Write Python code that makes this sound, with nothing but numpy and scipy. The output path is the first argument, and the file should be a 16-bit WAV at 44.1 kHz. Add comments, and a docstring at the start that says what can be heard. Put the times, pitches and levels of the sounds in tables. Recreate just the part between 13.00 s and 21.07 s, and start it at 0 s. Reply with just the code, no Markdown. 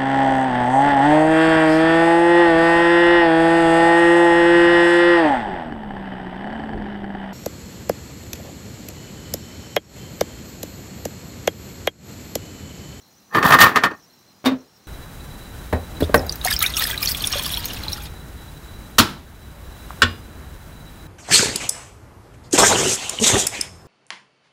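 """A faint far sizzle is heard first, over room tone; on it a wooden spatula scrapes and taps a frying pan.
At 1.87 s a kitchen's rumble and hiss take over: a jug is bumped and water trickles from it into the sauce,
then a spoon and a bowl are knocked down on the counter. Solid bodies are banks of decaying modes with noise
bursts, scraping is dense grit, water is a crowd of bubbles and drops, and backgrounds are filtered noise."""
import sys
import numpy as np
from scipy import signal
from scipy.fft import rfft, irfft, next_fast_len
from scipy.io import wavfile

SR = 44100
rng = np.random.default_rng(int(sys.argv[2]) if len(sys.argv) > 2 else 0)


def to_wav(sig):
    """Store sig (one row per channel, or 1-D mono) as 16-bit WAV at the path in sys.argv[1].

    Samples outside -1..1 are clipped; the rate is SR.
    """
    pcm = np.clip(np.atleast_2d(sig), -1, 1) * 32767
    pcm = np.round(pcm).astype(np.int16)
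    wavfile.write(sys.argv[1], SR, pcm.T)  # frames by channels


N = 355887
BAND_EDGES_HZ = 22 * 2 ** np.arange(0, 9.9, .4)


def amp(db):
    """Decibel law: level in dB to amplitude ratio."""
    return 10 ** (np.asarray(db) / 20)


def rms_one(x):
    """Power normalisation: scale to rms 1."""
    return x / np.sqrt(np.mean(x ** 2) + 1e-20)


def in_time(rows):
    """Linear interpolation of each column at every sample; -140 (silent as a level) outside the span."""
    s, *columns = np.transpose(rows)
    t = np.arange(N) / SR
    return [np.interp(t, s, column, left=-140, right=-140) for column in columns]


def at_hz(points, hz):
    """Linear interpolation of a table on a logarithmic frequency axis."""
    f, value = np.array(points).T
    return np.interp(np.log(hz), np.log(f), value)


def drift(rate_hz):
    """Low-passed noise: a slow random wander of rms 1, computed at every 40th sample."""
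    r = np.exp(-80 * np.pi * rate_hz / SR)
    white = rng.standard_normal(N // 40 + 2002)
    slow = signal.lfilter([1], [1, -2 * r, r * r], white)[2000:]     # the filter has settled by then
    return np.interp(np.arange(N) / 40, np.arange(len(slow)), rms_one(slow))


def ring(clicks, hz, t60):
    """Two-pole resonance: a unit click starts a decaying sine of initial height 1."""
    r, w = amp(-60 / (t60 * SR)), 2 * np.pi * hz / SR
    return signal.lfilter([0, np.sin(w)], [1, -2 * r * np.cos(w), r * r], clicks + 1e-18)


def colour(x, spectrum):
    """Linear filtering in the frequency domain: impose a spectrum on a dense sound; rms 1."""
    size = next_fast_len(N)
    hz = np.maximum(np.fft.rfftfreq(size, 1 / SR), 1)
    return rms_one(irfft(rfft(x, size) * amp(at_hz(spectrum, hz)), size)[:N])


def grains(per_s, spread_db):
    """Poisson-like impulse process: clicks at random times, of uneven size and random sign."""
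    sizes = amp(spread_db * np.minimum(rng.exponential(1, N), 5)) * rng.choice([-1, 1], N)
    return sizes * (rng.random(N) < per_s / SR)


def narrow_noise(hz, width_hz):
    """Resonant filtering: noise through one mode whose bandwidth fixes its decay; rms 1."""
    t60 = np.log(1000) / (np.pi * width_hz)
    return rms_one(ring(rng.standard_normal(N), hz, t60))


# far background: t/s, room level/dB, sizzle level/dB
FAR_LEVELS = [(0.0, -56.5, -57.5), (1.868, -55.5, -61)]
# room tone spectrum: f/Hz, relative level/dB
FAR_ROOM_SPECTRUM = [(15, -36.5), (25, -7), (199, 0), (568, -9), (763, -7), (2300, -16), (4050, -17),
                     (4760, -17.5), (5750, -19.5), (7130, -20.5), (12900, -27), (15600, -21.5)]
# sizzle resonances: f/Hz, nominal width/Hz, level/dB
SIZZLE_RESONANCES = [(4000, 19, -11.5), (4130, 130, -3), (5000, 33, -9.5), (5520, 55, -2), (6000, 37, -2),
                     (6730, 140, -7.5), (9250, 220, -15.5), (12570, 84, -7), (14560, 30, -11.5),
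                     (14900, 71, -11)]


def far_pan():
    """Resonant filtering: a sizzle of narrow noise bands, each flickering on its own, over room tone."""
    room_db, sizzle_db = in_time(FAR_LEVELS)
    sizzle = 0
    for hz, width_hz, level_db in SIZZLE_RESONANCES:
        flicker = amp(level_db + 2.9 * drift(18))
        sizzle = sizzle + flicker * narrow_noise(hz, 0.57 * width_hz)
    room = colour(rng.standard_normal(N), FAR_ROOM_SPECTRUM)
    return amp(room_db) * room + amp(sizzle_db) * rms_one(sizzle)


def blows(events, modes, noise, decays, ring_db, noise_db, crack_db):
    """Modal impact: each blow cracks, rings the body's modes and leaves noise that dies band by band."""
    out, t = np.zeros(N + SR), np.arange(SR // 4) / SR
    edges = list(zip(BAND_EDGES_HZ[2:], BAND_EDGES_HZ[3:]))
    filters = [signal.butter(2, pair, "band", fs=SR, output="sos") for pair in edges]
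    centres = [np.sqrt(low * high) for low, high in edges]
    hz, level_db, t60 = np.transpose(modes)[..., None]
    for s, peak_db, low_db, tilt_db, factor, contact_ms in events:
        def shaped(hz):
            return amp(peak_db + low_db * (hz < 300) + tilt_db * np.log2(hz / 1000))
        factor = max(factor, .05)
        rise = (1 - np.exp(-1000 * t / max(contact_ms, .1))) ** 2      # a longer contact is softer
        # each blow excites the modes a little differently
        strength = shaped(hz) * amp(level_db + ring_db + 2.0 * rng.standard_normal(hz.shape))
        partials = strength * amp(-60 * t / (factor * t60)) * np.sin(2 * np.pi * hz * t)
        sound = rise * np.sum(partials, axis=0)
        white = rng.standard_normal((2, len(t)))      # neighbouring bands use different noise
        crack = amp(crack_db) * rise * np.exp(-t / 0.004)
        for k, (centre, sos) in enumerate(zip(centres, filters)):
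            dying = amp(noise_db) * rise * amp(-60 * t / (factor * at_hz(decays, centre)))
            band = signal.sosfilt(sos, white[k % 2])
            sound += shaped(centre) * amp(at_hz(noise, centre)) * band * (dying + crack)
        out[round(s * SR):][:len(t)] += sound
    return out[:N]


# spatula edge catching or tapping the pan:
# t/s, level/dB, extra level below 300 Hz/dB, brightness/(dB per octave about 1 kHz), decay factor, contact/ms
PAN_TAPS = [(.347, 1.5, -14, -3.5, 1.3, .8), (.427, -2.5, -16, -.6, 1.4, .3), (.505, -2.5, -9, 1.5, .5, .4),
            (.522, 3, -14, 1.2, 1.1, .4), (.540, .6, -9, -1.2, 1.1, .5), (.587, -1.2, -13, 1.8, 1.2, .4),
            (.611, 6, -7, 4, 1.1, 1.5), (.662, -2.5, -11, -.6, 1.6, .7), (.758, 1.5, -9, .6, 1.1, .6),
            (.836, 2.5, -10, .6, .8, .3), (.912, -11, -15, -4, .3, 1.5)]
# pan modes: f/Hz, relative level/dB, t60/s before the decay factor
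PAN_MODES = [(253, -2.5, 0.17), (541.5, -15, 0.14), (854, -8.5, 0.051), (1156, -7, 0.055), (1240, 7, 0.045),
             (1400, -10.5, 0.24), (1765, -5, 0.1), (1830, -3.5, 0.2), (2012, -10.5, 0.15),
             (2576, -11, 0.061), (3700, -18, 0.04), (4595, -17, .08)]
# noise of a tap: f/Hz, relative level/dB
TAP_NOISE_SPECTRUM = [(35, -50), (60, -14.5), (201, -7), (510, -14.5), (1020, -17), (1560, -8.5),
                      (1830, -11.5), (2060, -15.5), (2540, -16), (15600, -42)]
# decay of that noise: f/Hz, t60/s before the decay factor
TAP_NOISE_T60 = [(100, 0.21), (260, 0.3), (700, 0.2), (1840, 0.18), (4850, 0.12), (12800, 0.083)]


def spatula_taps():
    """Modal impact: the spatula's catches and taps ring the pan."""
    return blows(PAN_TAPS, PAN_MODES, TAP_NOISE_SPECTRUM, TAP_NOISE_T60, ring_db=-13, noise_db=6.0, crack_db=1.5)


def swells(s, held_s, level_db, rise_db_per_s, fall_db_per_s):
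    """Exponential growth and decay, as straight lines in dB with a hold between; the loudest event wins."""
    t, out = np.arange(N) / SR, np.full(N, -140.)
    for start, held, top, fall in np.broadcast(s, held_s, level_db, fall_db_per_s):
        before, after = np.maximum(start - t, 0), np.maximum(t - start - held, 0)
        out = np.maximum(out, top - rise_db_per_s * before - fall * after)
    return out


# spatula strokes: t/s, held/s, time for the grind to fade 20 dB/s, grind level/dB, dry treble rasp level/dB
SPATULA_STROKES = [(0.356, 0.014, 0.0947, -17, -31.5), (0.451, 0.095, 0.0743, -14, -25),
                   (0.611, 0.0081, 0.0958, -9, -12.5), (0.765, 0.0093, 0.0329, -17.5, -35.5),
                   (0.843, 0.0098, 0.0433, -18, -35), (0.911, 0.0044, 0.0536, -32.5, -62)]
# broad grind spectrum: f/Hz, relative level/dB
GRIND_SPECTRUM = [(35, -47), (60, -21.5), (194, -4.5), (346, -26.5), (944, -7.5), (1190, 1.5), (1500, -6),
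                  (1820, -2), (2160, -11.5), (6000, -32.5), (7800, -57), (13200, -120)]
# dry rasp spectrum: f/Hz, relative level/dB
RASP_SPECTRUM = [(1760, -34.5), (3000, 2), (3840, -0.5), (4150, -6), (9090, -14), (14500, -3), (15600, -10)]
PRESS_DB_PER_S, RASP_FADES_FASTER = 850, 1.7


def spatula_strokes():
    """Stick-slip friction: dense grit drives the pan modes under the stroke, with a dry rasp above."""
    s, held_s, fade_s, grind_db, rasp_db = np.transpose(SPATULA_STROKES)
    grind_db = swells(s, held_s, grind_db, PRESS_DB_PER_S, 20 / fade_s)
    rasp_db = swells(s, held_s, rasp_db, PRESS_DB_PER_S, RASP_FADES_FASTER * 20 / fade_s)
    grit = grains(3000 * amp(3.8 * drift(50)), 4.0)
    # the two lowest modes are left out, and the spatula damps the others
    modes = sum(amp(level_db) * ring(grit, hz, 0.44 * t60) for hz, level_db, t60 in PAN_MODES[2:])
    grind = rms_one(modes) + amp(0.5) * colour(grit, GRIND_SPECTRUM)
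    rasp = colour(grains(5900, 1.73), RASP_SPECTRUM) * amp(3.0 * drift(60))
    return amp(grind_db) * grind + amp(rasp_db) * rasp


# spatula knocked off on the rim:
# t/s, level/dB, extra level below 300 Hz/dB, brightness/(dB per octave about 1 kHz), decay factor, contact/ms
RIM_BLOWS = [(1.442, -17.5, -8.5, -5.5, 0.061, 0.23), (1.447, -12, -15, 1, 1.7, 3.4),
             (1.455, 2.5, -2, 1.35, 0.97, 5.6), (1.512, -15, 9.5, -0.5, 0.76, 7)]
# rim modes: f/Hz, relative level/dB, t60/s before the decay factor
RIM_MODES = [(259, 9, .2), (400, -8, .1), (549, -5, .13), (1125, -3, .1), (1300, -9, .1), (1529, -13, .14),
             (2460, -20, .12), (3680, -12, .15), (4600, -17, .09)]
# noise of a rim tap: f/Hz, relative level/dB
RIM_NOISE_SPECTRUM = [(60, -4), (280, -6), (550, -4.5), (1120, -9.5), (2310, -17), (3850, -16.5),
                      (6740, -32), (15600, -32)]


def rim_taps():
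    """Modal impact: the spatula is knocked off on the rim; the noise dies as for the pan taps."""
    return blows(RIM_BLOWS, RIM_MODES, RIM_NOISE_SPECTRUM, TAP_NOISE_T60,
                 ring_db=-13.0, noise_db=4.0, crack_db=11.0)


# kitchen background, louder under the pour and sagging after the knocks: t/s, rumble level/dB, hiss level/dB
KITCHEN_LEVELS = [(1.87, -36.5, -46), (2.85, -36, -45.5), (3.13, -31, -44), (3.5, -33.5, -42.5),
                  (4.89, -33, -45.5), (5.08, -36.5, -48), (5.98, -38, -48.5), (6.25, -42, -53.5),
                  (6.98, -35.5, -46), (7.2, -40, -51), (8.07, -37.5, -50)]
# rumble spectrum: f/Hz, relative level/dB
RUMBLE_SPECTRUM = [(12, -37), (20, -7), (35, -5.5), (54, 2), (148, -11), (217, -13), (294, -16), (487, -21),
                   (759, -22), (1140, -25), (1510, -25.5), (2500, -34.5), (3250, -37.5), (5500, -120)]
# hiss spectrum: f/Hz, relative level/dB
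HISS_SPECTRUM = [(350, -5), (600, -8), (1060, -8), (1490, -1), (2410, -9), (3670, -7), (3990, -10.5),
                 (5230, -10.5), (15600, -11)]
# mains hum in the rumble: f/Hz, width/Hz, level/dB against the rumble
MAINS_HUM = [(51, 7.2, -17.5), (150.4, 7.3, -13)]
WHISTLE_HZ, WHISTLE_WIDTH_HZ = 3935, 22.4
WHISTLE_DB = -8      # against the hiss


def kitchen():
    """Filtered noise: rumble with hum, gently wavering hiss and a thin whistle that comes and goes."""
    rumble_db, hiss_db = in_time(KITCHEN_LEVELS)
    rumble = colour(rng.standard_normal(N), RUMBLE_SPECTRUM) * amp(0.83 * drift(2.9))
    hiss = colour(rng.standard_normal(N), HISS_SPECTRUM) * amp(.8 * drift(20))
    whistle = narrow_noise(WHISTLE_HZ, WHISTLE_WIDTH_HZ) * amp(2.1 * drift(22))
    hum = sum(amp(level_db) * narrow_noise(hz, width_hz) for hz, width_hz, level_db in MAINS_HUM)
    return amp(rumble_db) * (rumble + hum) + amp(hiss_db) * (hiss + amp(WHISTLE_DB) * whistle)


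# jug bumped:
# t/s, level/dB, extra level below 300 Hz/dB, brightness/(dB per octave about 1 kHz), decay factor, contact/ms
JUG_BUMPS = [(2.725, -8, 5.5, 1.5, 0.62, 4.5), (3.004, -21.5, 24, 5.5, 0.34, 2.1),
             (3.022, -26, -24, -12, 0.37, 0.72), (3.093, -28, -29, -9, .1, 0.7),
             (3.143, -3.5, 1, 2, 0.77, 0.22)]
# jug modes: f/Hz, relative level/dB, t60/s before the decay factor
JUG_MODES = [(80.7, -5, 0.42), (256, -13, 0.38), (471, -1.5, 0.1), (586, 1.5, 0.11), (750, -22, 0.052),
             (1100, 9, 0.023), (1540, -3.5, 0.041), (1880, -16, 0.16), (2570, -26, 0.17)]
# noise of a bump: f/Hz, relative level/dB
BUMP_NOISE_SPECTRUM = [(35, -39), (60, 6.5), (586, -3), (1230, -20), (1670, -16), (1960, -23.5),
                       (2850, -34), (4130, -31.5), (4750, -46), (15600, -44)]
# decay of that noise: f/Hz, t60/s before the decay factor
BUMP_NOISE_T60 = [(80, 0.36), (210, 0.2), (560, 0.46), (1470, 0.34), (3880, 0.18)]


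def jug_bumps():
    """Modal impact: the jug rings with a strong crack at each contact."""
    return blows(JUG_BUMPS, JUG_MODES, BUMP_NOISE_SPECTRUM, BUMP_NOISE_T60, ring_db=-1.5, noise_db=8.5, crack_db=28)


POUR = slice(round(2.9 * SR), round(5.3 * SR))      # while water runs
# the loudest single drops: t/s, peak level/dB, starting f/Hz
LOUD_DROPS = [(3.0117, -25, 3960), (3.0408, -23.5, 3640), (3.178, -26, 13200), (3.1934, -23, 5100),
              (3.266, -22, 13800), (3.2944, -11.5, 4730), (3.324, -17.5, 5910), (3.3568, -18.5, 14000),
              (3.4138, -21.5, 3760), (3.4482, -8, 10800), (3.5058, -16.5, 3700), (3.5272, -9.5, 4790),
              (3.5642, -11, 5000), (3.5909, -7, 13900), (3.605, -14, 3790), (3.6232, -15, 3670),
              (3.6624, -8, 3700), (3.7013, -22, 13200), (3.738, -18, 3640), (3.745, -20, 3300),
              (3.768, -10.5, 5520), (3.8402, -11, 5000), (3.8717, -12.5, 12000), (3.9117, -15, 3290),
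              (3.9772, -14, 3900), (4.0284, -11, 4960), (4.058, -11, 5660), (4.074, -8, 4350),
              (4.088, -15, 4300), (4.1474, -15.5, 3330), (4.207, -18, 4260), (4.2403, -13, 3500),
              (4.272, -6.5, 10000), (4.3266, -12.5, 5410), (4.3452, -17, 3400), (4.395, -15, 3280),
              (4.447, -23, 4230), (4.5034, -22, 3380), (4.5416, -16, 3850), (4.572, -15, 3220),
              (4.5275, -23, 4060), (4.643, -21, 4150), (4.6994, -29, 3040), (4.656, -9, 14000),
              (4.8359, -22, 4020), (4.8825, -14.5, 4000), (4.9208, -23, 3980), (4.9308, -19.5, 3900),
              (5.0661, -34, 3640)]
# wet pan where the drops land: f/Hz, width/Hz, mean level/dB
WET_PAN_MODES = [(2430, 290, -8), (3220, 160, -12.5), (3700, 340, -8), (4260, 113, -4), (4883, 110, -10),
                 (5550, 174, -3), (6510, 130, -7), (8620, 200, -7), (10100, 110, -12), (12140, 150, -8),
                 (13300, 300, -7)]


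def drop_ticks(drops_db):
    """Modal impact: drops tick on the wet pan, each striking its modes with other strengths."""
    ticks = amp(drops_db - 33.5) * rms_one(grains(260 * amp(4.0 * drift(30)), 2.7))
    s, peak_db, _ = np.transpose(LOUD_DROPS)
    ticks[np.round(s * SR).astype(int)] += amp(peak_db - 13)
    ticks = ticks[POUR]
    at, out = np.flatnonzero(np.abs(ticks) > 1e-7), np.zeros(len(ticks))
    scatter = rng.standard_normal((len(at), len(WET_PAN_MODES)))
    for k, (hz, width_hz, level_db) in enumerate(WET_PAN_MODES):
        strikes = np.zeros(len(ticks))
        strikes[at] = ticks[at] * amp(level_db + 8.0 * scatter[:, k])
        soft = ring(strikes, hz, 0.0071) * amp(-27)      # the drop spreads over a millisecond
        out += ring(soft, hz, np.log(1000) / (np.pi * width_hz))
    return out


# weight of small bubbles by pitch: f/Hz, level/dB before a further weight of f to the power 1.3
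BUBBLE_WEIGHTS = [(410, -38), (700, -23.5), (1500, -5), (1750, -0.5), (2780, -2.5), (3620, 10), (5540, -30),
                  (7300, -4.5), (14000, -7.5)]


def swarm(level_db, low_hz, high_hz, per_s, ring_cycles):
    """Bubble resonance: clumps of small bubbles of 20 pitches; ringing twice softens each onset."""
    born = grains(per_s * amp(3.8 * drift(30)), 5.2)[POUR]
    pitches, dealt = np.geomspace(low_hz, high_hz, 20), rng.integers(0, 20, N)[POUR]
    small = 0
    for k, hz in enumerate(pitches):
        first = ring(born * (dealt == k), hz, ring_cycles / hz)
        small = small + amp(at_hz(BUBBLE_WEIGHTS, hz)) * hz ** 1.3 * ring(first, hz, 19.0 / hz)
    return amp(level_db[POUR]) * rms_one(small)


# spray spectrum: f/Hz, relative level/dB
SPRAY_SPECTRUM = [(880, -66), (1500, -16), (2830, -4), (4070, -11), (4580, 4), (6770, 0), (14200, 4),
                  (15600, -1)]


def spray(level_db):
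    """Band-wise modulated noise: fine droplets hiss in patches, each band flickering on its own."""
    fine, out = colour(grains(4000, 1.7), SPRAY_SPECTRUM)[POUR], 0
    for edges in zip(BAND_EDGES_HZ[15:], BAND_EDGES_HZ[16:]):
        band = signal.sosfilt(signal.butter(2, edges, "band", fs=SR, output="sos"), fine)
        out = out + band * amp(3.0 * drift(35)[POUR])
    spatters = amp(6.8 * drift(66)[POUR])      # these cross all bands
    return amp(level_db[POUR]) * rms_one(out * spatters)


def bubbles(events, ring_cycles, onset_cycles, rise):
    """Bubble resonance: each swells, falls 60 dB in a set number of cycles and rises in pitch."""
    out, t = np.zeros(N), np.arange(SR // 10) / SR
    for s, peak_db, hz in events:
        cycles = hz * t
        shape = (1 - np.exp(-cycles / onset_cycles)) ** 2 * amp(-60 * cycles / ring_cycles)
        tone = np.sin(2 * np.pi * cycles * (1 + rise * cycles))
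        out[round(s * SR):][:len(t)] += amp(peak_db) * shape / shape.max() * tone
    return out


NEAR_WALLS_T60_S, NEAR_WALLS_DB = 0.071, -11


def near_walls(x):
    """Reverberation: convolution with a short dense tail of reflections, added to the direct sound."""
    t = np.arange(SR // 4) / SR
    tail = rng.standard_normal(len(t)) * amp(-60 * t / NEAR_WALLS_T60_S) * (t > .003)
    return x + amp(NEAR_WALLS_DB) * signal.fftconvolve(x, tail / np.sqrt(np.sum(tail ** 2)))[:N]


# thin stream between the surges: t/s, level/dB
THIN_STREAM = [(2.96, -52), (3.4, -62), (3.54, -37), (3.71, -33), (4.0, -32), (4.2, -29.5), (4.4, -25.5),
               (4.87, -36), (5.05, -35), (5.1, -55)]
# surges over the lip of the jug: t/s, held/s, drops level/dB, spray level/dB, low gurgle level/dB
LIP_SURGES = [(3.01, 0.022, -35, -35.5, -70), (3.148, 0.0037, -46, -31, -70), (3.29, .02, -50, -43, -70),
              (3.45, 0.082, -26, -23.5, -21.5), (3.614, 0.028, -25.5, -24, -18),
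              (3.773, 0.067, -22.5, -25.5, -33), (3.855, 0.068, -27.5, -30.5, -26),
              (4.028, 0.078, -26, -24.5, -28.5), (4.27, 0.011, -36, -30, -50),
              (4.335, 0.035, -23, -39, -21)]
# the loudest air pockets glugging under the stream: t/s, peak level/dB, starting f/Hz
AIR_GLUGS = [(3.232, -24, 760), (3.455, -14.5, 726), (3.474, -12, 1800), (3.516, -13.5, 1690),
             (3.614, -22, 1330), (3.784, -23.5, 1210), (3.822, -14, 1830), (3.853, -16.5, 1780),
             (3.899, -20.5, 1950), (3.944, -23.5, 1930), (4.015, -26, 1170), (4.032, -16, 2340),
             (4.149, -25, 2380), (4.338, -27, 1089), (4.356, -21.5, 563), (4.395, -27, 1027),
             (4.465, -28, 1130), (4.576, -30, 940), (4.867, -31, 850), (4.981, -30, 1330)]
# a lone drip from the bowl and a smaller one after it: t/s, peak level/dB, starting f/Hz
BOWL_DRIPS = [(6.906, -18, 1100), (6.931, -32, 900)]
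# the stream's own rush: f/Hz, relative level/dB
RUSH_SPECTRUM = [(290, -38), (500, -8.5), (2110, -8), (3630, -3), (4080, -6), (4530, -8.5), (8000, -20.5),
                 (10400, -49), (17600, -120)]
STREAM_SPRAY_DB, STREAM_GURGLE_DB = -7, -9.5      # against the drops
SURGE_RISE_DB_PER_S, SURGE_FALL_DB_PER_S, GURGLE_FALL_DB_PER_S = 1100, 345, 203


def trickle():
    """Superposition: drop ticks, bubbles, spray and rush sum as a stream with surges, then reverberate."""
    (stream_db,) = in_time(THIN_STREAM)
    s, held_s, drops_db, spray_db, gurgle_db = np.transpose(LIP_SURGES)
    drop_surges = swells(s, held_s, drops_db, SURGE_RISE_DB_PER_S, SURGE_FALL_DB_PER_S)
    spray_surges = swells(s, held_s, spray_db, SURGE_RISE_DB_PER_S, SURGE_FALL_DB_PER_S)
    gurgle_surges = swells(s, held_s, gurgle_db, SURGE_RISE_DB_PER_S, GURGLE_FALL_DB_PER_S)
    drops_db = np.maximum(stream_db, drop_surges)
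    spray_db = np.maximum(stream_db + STREAM_SPRAY_DB, spray_surges)
    gurgle_db = np.maximum(stream_db + STREAM_GURGLE_DB, gurgle_surges)
    out = np.zeros(N)
    out[POUR] += drop_ticks(drops_db)
    out[POUR] += swarm(drops_db - 7.0, low_hz=2383, high_hz=13250, per_s=1200, ring_cycles=45.0)
    out[POUR] += swarm(gurgle_db - 9.0, low_hz=642, high_hz=2467, per_s=900, ring_cycles=68.0)
    out[POUR] += spray(spray_db)
    out += bubbles(LOUD_DROPS, ring_cycles=73.0, onset_cycles=0.74, rise=0.00081)
    out += bubbles(AIR_GLUGS, ring_cycles=48.0, onset_cycles=0.28, rise=0.0011)
    out += bubbles(BOWL_DRIPS, ring_cycles=5.5, onset_cycles=0.33, rise=0.008)
    rush = colour(grains(1500 * amp(5.9 * drift(40)), 3.15), RUSH_SPECTRUM)
    out += amp(drops_db - 8.0) * rush
    return near_walls(out)


# air in the emptying jug, its resonance falling until 5 s: t/s, f/Hz, level/dB
JUG_AIR_GLIDE = [(3.6, 1400, -64), (3.75, 1330, -42.5), (4.3, 1073, -53), (5.0, 824, -49), (5.07, 837, -55)]


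def jug_air():
    """Air resonance: a narrow wavering band, noise on a quadrature carrier, glides down as the jug empties."""
    hz, level_db = in_time(JUG_AIR_GLIDE)
    phase = 2 * np.pi * np.cumsum(hz) / SR
    return amp(level_db) * (drift(18) * np.cos(phase) + drift(16.2) * np.sin(phase))


# spoon knocked down:
# t/s, level/dB, extra level below 300 Hz/dB, brightness/(dB per octave about 1 kHz), decay factor, contact/ms
SPOON_KNOCKS = [(5.982, 11.5, 6, 3, 0.37, 3.1), (5.996, 2.5, -3.5, -2, 0.51, 0.81),
                (6.004, -6, 3.5, 0.8, 1.33, 2.3)]
# spoon on the counter, modes: f/Hz, relative level/dB, t60/s before the decay factor
SPOON_MODES = [(91, 9.5, 0.09), (241, -1.5, 0.15), (1230, -9, 0.15), (1330, 0.5, 0.26), (1530, -3, 0.13),
               (1696, -3, .15), (2980, -11, 0.32), (3280, -9, 0.079), (4150, -14, .15), (5040, -16, .13),
               (7120, -15, 0.12)]
# noise of a knock: f/Hz, relative level/dB
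SPOON_NOISE_SPECTRUM = [(35, -31), (60, -10), (278, -2), (600, -16.5), (1100, -3), (2260, -15), (4230, -13),
                        (6000, -23), (14500, -28.5), (15600, -30.5)]
# decay of that noise: f/Hz, t60/s before the decay factor
SPOON_NOISE_T60 = [(80, 0.2), (210, 0.39), (560, 0.29), (1470, 0.26), (3880, 0.28), (10200, 0.2)]


def spoon():
    """Modal impact: the spoon is knocked down on the counter in a quick cluster of blows."""
    return blows(SPOON_KNOCKS, SPOON_MODES, SPOON_NOISE_SPECTRUM, SPOON_NOISE_T60,
                 ring_db=-19.0, noise_db=4.5, crack_db=-10)


# bowl landing:
# t/s, level/dB, extra level below 300 Hz/dB, brightness/(dB per octave about 1 kHz), decay factor, contact/ms
BOWL_LANDING = [(7.019, 5, -18, 2.5, 0.36, 0.95), (7.030, 3.5, -7.5, -0.4, 0.37, 0.56),
                (7.042, -8, -9, -1.5, 1.2, 2)]
# bowl modes: f/Hz, relative level/dB, t60/s before the decay factor
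BOWL_MODES = [(89, 4, 0.32), (234, 4, 0.3), (460, -9, 0.22), (1103, -1.5, 0.18), (1400, 4.5, 0.1),
              (1493, 8.5, 0.092), (1800, 3.5, 0.13), (2400, -13, .3), (2860, -9, .3), (3460, -9, .3),
              (4130, -15, .2), (4950, -12, .35), (7550, -15, 0.18)]
# noise of the landing: f/Hz, relative level/dB
BOWL_NOISE_SPECTRUM = [(35, -45), (60, -11), (464, -7), (722, -20.5), (1420, -7.5), (2160, -15.5),
                       (3430, -9.5), (4640, -21), (7740, -28), (15600, -48)]
# decay of that noise: f/Hz, t60/s before the decay factor
BOWL_NOISE_T60 = [(80, 0.33), (210, 0.24), (560, 0.28), (1470, 0.28), (3880, 0.27), (10200, 0.089)]


def bowl():
    """Modal impact: the bowl lands on the counter in a quick cluster of blows."""
    return blows(BOWL_LANDING, BOWL_MODES, BOWL_NOISE_SPECTRUM, BOWL_NOISE_T60,
                 ring_db=-16.5, noise_db=1.5, crack_db=1.0)


MIC_LOW_HZ = 58


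def scene():
    """Superposition: all sources add at one microphone, some of them with their deep bass removed."""
    spatula = spatula_taps() + spatula_strokes() + rim_taps()
    low_cut = signal.butter(4, MIC_LOW_HZ, "high", fs=SR, output="sos")
    thin = signal.sosfilt(low_cut, far_pan() + spatula + spoon() + bowl())
    return (thin + kitchen() + jug_bumps() + trickle() + jug_air())[None]


CUTOFF_HZ = 15760


def record(dry):
    """Saturation, then band limiting: peaks clip at full scale and the top of the treble is cut."""
    low_pass = signal.ellip(12, .3, 70, CUTOFF_HZ, fs=SR, output="sos")
    return signal.sosfilt(low_pass, np.clip(dry, -1, 1))


dry = scene()
out = record(dry)
to_wav(out)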